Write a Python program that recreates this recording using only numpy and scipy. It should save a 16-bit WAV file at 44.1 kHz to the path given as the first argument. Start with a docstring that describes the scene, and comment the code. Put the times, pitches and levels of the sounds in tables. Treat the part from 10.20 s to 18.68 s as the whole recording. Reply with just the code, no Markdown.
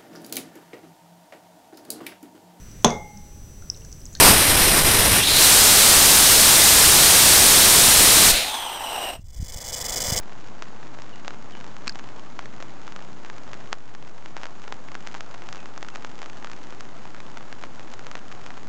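"""Raindrops tick on a taut cover, most likely an umbrella, just above a small mono camera by a pond.
Each drop strikes, rings its spot and sends waves back from the ribs; the hardest ducks the camera's gain.
Further out, steady rain patters on the water and the leafy bank, over a distant rumble, hum and drone,
a thin insect trill and a few faint bird chips. Close by, something plastic clicks in the hand."""
import sys
import numpy as np
from scipy import signal
from scipy.fft import rfft, irfft
from scipy.io import wavfile
from scipy.ndimage import uniform_filter1d

SR = 44100
rng = np.random.default_rng(int(sys.argv[2]) if len(sys.argv) > 2 else 0)


def file_out(sig):
    """Save sig as 16-bit WAV at sys.argv[1]."""
    # one column per channel
    cols = np.atleast_2d(sig).T
    # limit, then scale
    lim = np.clip(cols, -1, 1)
    pcm = np.round(lim * 32767).astype(np.int16)
    wavfile.write(sys.argv[1], SR, pcm)


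N = 373968
TIME = np.arange(N) / SR

# the heaviest drops on the cover:
# (time [s], relative strength [dB], brightness [dB/octave], spot pitch [Hz], ring against the blow [dB])
HEAVY_DROPS = [(0.4236, -1.5, .5, 1310, -35), (0.7881, -10, -2.5, 670, -26), (1.0801, 1.5, .5, 730, -32),
               (1.107, -7.5, -1.5, 1460, -29), (1.411, -10.5, -.5, 1530, -33), (1.6724, -5, 3, 1600, -26),
               (1.7569, -6, -0.5, 3010, -43), (1.795, -7, -1.5, 1570, -37), (2.192, 0.5, -2, 1180, -32),
               (2.258, -9.5, -1.5, 1770, -39), (2.4258, -7, 1.5, 670, -19), (2.6789, -8.5, 0, 1310, -23),
               (2.7627, -6, .5, 1270, -26), (3.0488, -8.5, -1, 950, -32), (3.1, -5, -1.5, 1700, -30),
               (3.333, -4.5, -0.5, 1250, -37), (3.5292, 7.5, .5, 1250, -36),
               (3.7503, -6.5, -0.5, 1790, -29), (4.0598, -6, -1, 2840, -28), (4.1673, -1.5, -1, 880, -27),
               (4.2339, -1, -1, 2910, -43), (4.2415, -6, -2, 1610, -31), (4.256, -3.5, -0.5, 1570, -29),
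               (4.48, -6, -1.5, 1490, -34), (4.5245, 1.5, -1, 900, -34), (4.6864, -10, -3, 2200, -24),
               (4.7527, -3.5, -.5, 1540, -21.5), (4.873, -2.5, 1.5, 3060, -37), (4.9438, -6, 1, 800, -23),
               (4.9501, -4, -2.5, 820, -31), (5.0077, -2.5, 0.5, 1400, -44), (5.1467, -9, -2.5, 2480, -35),
               (5.2212, -8.5, -2.5, 3010, -35), (5.289, -5, 0, 1310, -38), (5.3277, -4.5, 2.5, 800, -39),
               (5.3585, -11.5, 2.5, 1550, -29), (5.4582, -7.5, -1, 970, -31), (5.5777, -8.5, 2, 1340, -31),
               (5.6284, -2, -.5, 670, -33), (5.6864, -8, 2.5, 1400, -19), (5.7586, -3, 0, 1290, -31),
               (5.8479, -1.5, -1, 1140, -30), (6.0181, -5, -.5, 2240, -37), (6.0301, -6.5, -.5, 1140, -29),
               (6.0603, -7.5, -0.5, 1230, -28), (6.2463, -3, -.5, 1200, -28), (6.2721, -8.5, -1, 1340, -30),
               (6.3162, -9.5, 2, 1570, -40), (6.6078, -8.5, 3.5, 1230, -19), (6.8544, -12, -1, 880, -21),
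               (7.0038, -8, -0.5, 2200, -40), (7.1733, -6, 0, 950, -28), (7.3273, -5.5, 0, 1810, -34),
               (7.4379, -2, -3, 2020, -47), (7.5959, -8.5, -1, 2630, -35), (7.7387, -8.5, 2, 860, -36),
               (7.8679, -4.5, -.5, 860, -43), (7.9145, -7.5, 2, 1250, -20), (7.954, 0, -2, 2000, -40),
               (8.1255, -8.5, -0.5, 1960, -36), (8.2637, -6.5, 0, 2500, -42), (8.3053, -6.5, -3, 1890, -37)]


def heavy_drops(gain_db):
    """The heaviest drops land just above the microphone, each on another spot of the cover."""
    out = np.zeros(N)
    for s, strength_db, tilt_db, ring_hz, ring_db in HEAVY_DROPS:
        add(out, s, drop(strength_db + gain_db, tilt_db, ring_hz, ring_db))
    return out


def lighter_drops(strength_db, spread_db, growth, companion_share, companion_s, count=32):
    """Lighter drops hit the cover at random, more often as the shower goes on, or beside a heavy one."""
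    fallen = np.cumsum(np.linspace(1, growth, N))
    turns = (np.arange(count) + rng.random(count)) / count
    alone_s = np.interp(turns, fallen / fallen[-1], TIME)
    chance, lag = rng.random((len(HEAVY_DROPS), 2)).T
    beside_s = np.array(HEAVY_DROPS)[:, 0] + companion_s * (2 * lag - 1)
    out = np.zeros(N)
    for s in np.concatenate([alone_s, beside_s[chance < companion_share]]):
        tilt_db = rng.normal(-.24, 1.56)  # per octave
        ring_hz = 1370 * 2 ** rng.normal(0, .55)
        db = strength_db + rng.uniform(-spread_db, spread_db)
        add(out, s, drop(db, tilt_db, ring_hz, ring_db=-27.5))
    return out


def drop(strength_db, tilt_db, ring_hz, ring_db, ring_s=.0011, ripple_s=.00069, shiver_s=.02, size=1500):
    """One drop ticks and rings its spot; waves run back from the ribs and the cover shivers briefly."""
    t = np.arange(size) / SR
    ring = undb(ring_db) * np.cos(2 * np.pi * ring_hz * t) * np.exp(-t / ring_s)
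    ripple = undb(-29.5) * t / ripple_s * np.exp(1 - t / ripple_s)
    shiver = undb(-44.5) * np.exp(-t / shiver_s)
    cover = ring + rng.standard_normal(size) * (ripple + shiver)
    cover[0] = 1  # the direct blow
    return undb(strength_db) * np.convolve(tick(tilt_db), cover)


def tick(tilt_db, pivot_hz=1800, size=512):
    """One sharp push and a slower rebound; a shorter contact is brighter (tilt_db per octave)."""
    # spectrum of a drop's impact: (frequency [Hz], relative level [dB])
    impact_spectrum = [(100, -20), (300, -4), (500, -3), (800, 0), (1400, 0.5), (2000, -1.5), (2800, -4),
                       (4000, -9), (6200, -11), (8000, -18.5)]
    hz = np.fft.rfftfreq(size, 1 / SR)
    db = shape_db(impact_spectrum, hz) + tilt_db * np.log2(np.maximum(hz, 600) / pivot_hz)
    # minimum phase packs the energy into the start
    cepstrum = irfft(np.log(undb(db)))
    cepstrum[1:size // 2] *= 2
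    cepstrum[size // 2 + 1:] = 0
    return irfft(np.exp(rfft(cepstrum)))


def fine_drops(per_second, gain_db, splash_db, splash_s, size=400, spots=20):
    """Fine drops on the cover and the nearest leaves, from dull to bright, each with a tiny splash."""
    out, t = np.zeros(N), np.arange(size) / SR
    for tilt_db in np.linspace(-1.2, 3, spots):
        splash = undb(splash_db) * rng.standard_normal(size) * np.exp(-t / splash_s)
        splash[0] = 1  # the direct blow
        hits = impacts(per_second / spots, spread_db=7, range_db=7.5)
        out += signal.oaconvolve(hits, np.convolve(tick(tilt_db), splash))[:N]
    return out * undb(gain_db)


def plastic_clicks(slip_s, thump_hz, thump_db, thump_s, size=900):
    """In the hand, brief slips ring the modes of a plastic part; the first press also thumps its body."""
    # slips of the part: (time [s], peak level [dB])
    slips = [(1.6778, -12), (1.6941, -18), (1.7222, -34)]
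    # modes of the plastic: (frequency [Hz], width [Hz], relative level [dB])
    modes = [(1650, 160, 1.5), (2420, 520, -1.5), (4410, 320, 8), (4820, 270, 2), (6500, 500, -15.5)]
    out, t = np.zeros(N), np.arange(size) / SR
    for s, peak_db in slips:
        scrape = rng.standard_normal(size) * t * np.exp(-t / slip_s)
        ring = sum(undb(db) * resonate(scrape, hz, width) for hz, width, db in modes)
        add(out, s, undb(peak_db) * ring / np.abs(ring).max())
    thump = undb(thump_db) * np.sin(2 * np.pi * thump_hz * t) * np.exp(-t / thump_s)
    add(out, slips[0][0] - .005, thump)
    return out


def far_rain(wash_db, patter_db):
    """Countless drops across pond and bank merge into a wash; the nearer ones still patter."""
    # spectrum of rain on water and leaves: (frequency [Hz], relative density [dB])
    rain_spectrum = [(60, -22), (200, -1.5), (500, 0), (850, 1.56), (1400, -2.5), (2000, -9), (3000, -13),
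                     (4500, -17), (6800, -20), (8300, -24.5)]
    wash = colour(rng.standard_normal(N), rain_spectrum) * undb(.5 * walk(11))
    hits = impacts(per_second=2500, spread_db=6.5, range_db=24.5) * rng.choice([-1, 1], N)
    patter = colour(hits, rain_spectrum)
    return level(wash, wash_db) + level(patter, patter_db)


def rumble(rms_db):
    """A low rumble swells gently in the distance."""
    # spectrum of the rumble: (frequency [Hz], relative density [dB])
    rumble_spectrum = [(25, -32.5), (50, -10.5), (80, -4), (110, 1), (165, -1), (215, 0.5), (300, -0.5),
                       (480, -9), (900, -33)]
    noise = colour(rng.standard_normal(N), rumble_spectrum)
    return level(noise * undb(.56 * walk(6.6)), rms_db)


def hum(hz, width_hz, base_db):
    """A distant, wavering hum comes and goes."""
    # swell of the hum: (time [s], level against the base [dB])
    swell = [(0, -14), (1.1, 1), (2.0, -4), (3.3, -2), (3.9, 5), (4.4, -8.5), (8.4, -11)]
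    s, db = np.transpose(swell)
    return level(noise_band(hz, width_hz), base_db) * undb(np.interp(TIME, s, db))


def drone(gain_db, waver_db):
    """A faint tone far off, perhaps an engine, wavers, sinks and fades."""
    # course of the drone: (time [s], pitch [Hz], relative level [dB])
    course = [(.4, 224, -69), (1.1, 216, -56.5), (2.1, 208, -65), (2.9, 194, -52), (3.3, 192, -78)]
    s, hz, db = np.transpose(course)
    tone = np.sin(2 * np.pi * np.cumsum(np.interp(TIME, s, hz)) / SR)
    return tone * undb(np.interp(TIME, s, db) + gain_db + waver_db * walk(8))


def bird(echo_db, echo_s, size=9000):
    """Short falling whistles reach the microphone with an echo scattered by the banks."""
    # bird chips: (time [s], length [s], start pitch [Hz], end pitch [Hz], direct peak level [dB])
    chips = [(.912, 0.035, 3200, 2700, -48), (1.309, 0.038, 3500, 2750, -47.5),
             (5.373, 0.0294, 2850, 2400, -45.5), (5.707, .03, 2830, 2600, -51)]
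    direct = np.zeros(N)
    for s, length_s, start_hz, end_hz, db in chips:
        progress = np.linspace(0, 1, int(length_s * SR))
        phase = 2 * np.pi * np.cumsum(start_hz + (end_hz - start_hz) * progress) / SR
        add(direct, s, undb(db) * np.sin(np.pi * progress ** 2) * np.sin(phase))
    banks = rng.standard_normal(size) * np.exp(-np.arange(size) / SR / echo_s)
    echo = signal.fftconvolve(direct, banks / np.linalg.norm(banks))[:N]
    return direct + undb(echo_db) * echo


def insects():
    """Distant trills blur into narrow, steady bands."""
    # insect trills: (pitch [Hz], resonance width [Hz], rms level [dB])
    trills = [(6270, 180, -72.5), (6780, 170, -70.5)]
    return sum(level(noise_band(hz, width), db) for hz, width, db in trills)


def undb(db):
    """Decibels to gain."""
    return 10 ** (np.asarray(db) / 20)


def level(x, db):
    """Set the rms level."""
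    return x * undb(db) / np.sqrt(np.mean(x ** 2))


def add(out, s, x):
    """Mix a short sound in at time s."""
    i = int(np.clip(s * SR, 0, N - 1))
    out[i:i + len(x)] += x[:N - i]


def shape_db(points, hz):
    """Read a spectrum on a log-frequency axis."""
    point_hz, db = np.transpose(points)
    return np.interp(np.log(hz + 1), np.log(point_hz), db)


def colour(x, points):
    """Give a long sound a spectrum."""
    return irfft(rfft(x) * undb(shape_db(points, np.fft.rfftfreq(N, 1 / SR))), N)


def resonate(x, hz, width_hz):
    """One resonance, gain 1 at its centre."""
    return signal.lfilter(*signal.iirpeak(hz, hz / width_hz, fs=SR), x)


def noise_band(hz, width_hz):
    """Noise passed twice through one resonance: an unsteady tone."""
    return resonate(resonate(rng.standard_normal(N), hz, width_hz), hz, width_hz)


def walk(per_second):
    """Random levels, each held briefly, then smoothed twice; spread near 1."""
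    hold = int(SR / per_second)
    steps = np.repeat(rng.standard_normal(N // hold + 1), hold)
    return 1.3 * uniform_filter1d(uniform_filter1d(steps, hold), hold)[:N]


def impacts(per_second, spread_db, range_db):
    """Randomly timed impulses: many weak, few strong."""
    chance, size = rng.random(N), rng.random(N)
    size_db = -spread_db * np.log(1 - size * (1 - np.exp(-range_db / spread_db)))
    return (chance < per_second / SR) * undb(size_db - range_db)


def scene():
    """From under the cover: drops overhead, rain across the pond, faint life and rumble beyond; mono."""
    fine = fine_drops(per_second=44, gain_db=-13.5, splash_db=-22.5, splash_s=.0014)
    rain = far_rain(wash_db=-49.5, patter_db=-50)
    heavy = heavy_drops(gain_db=2)
    lighter = lighter_drops(strength_db=-10, spread_db=2.2, growth=1.8,
                            companion_share=.4, companion_s=.04)
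    low = rumble(rms_db=-49.5) + hum(hz=131.9, width_hz=5.5, base_db=-57.5)
    low += drone(gain_db=2.5, waver_db=2.5)
    life = insects() + bird(echo_db=-1.5, echo_s=.07)
    clicks = plastic_clicks(slip_s=.00064, thump_hz=224, thump_db=-32, thump_s=.0094)
    return (heavy + lighter + fine + clicks + rain + low + life)[None]


def gain_control(x, limit_db, release_s):
    """A peak over the limit turns the gain down just after it; the gain then creeps back."""
    over_db = np.maximum(20 * np.log10(np.abs(x) + 1e-9) - limit_db, 0)
    fade = np.exp(-TIME / release_s)
    held_db = np.maximum.accumulate(over_db / fade, axis=-1) * fade
    duck_db = signal.lfilter(*signal.butter(1, 40, fs=SR), held_db)  # lags, so the peak slips through
    return x * undb(-duck_db)


def record(dry):
    """The camera rides its gain and cuts the top treble; its converter sits a little off zero."""
    ridden = gain_control(dry, limit_db=-9, release_s=.49)
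    low_pass = signal.firwin(81, cutoff=8000, window=("kaiser", 7), fs=SR)
    dc_offset = -.052
    return signal.fftconvolve(ridden, low_pass[None], mode="same") + dc_offset


dry = scene()
out = record(dry)
file_out(out)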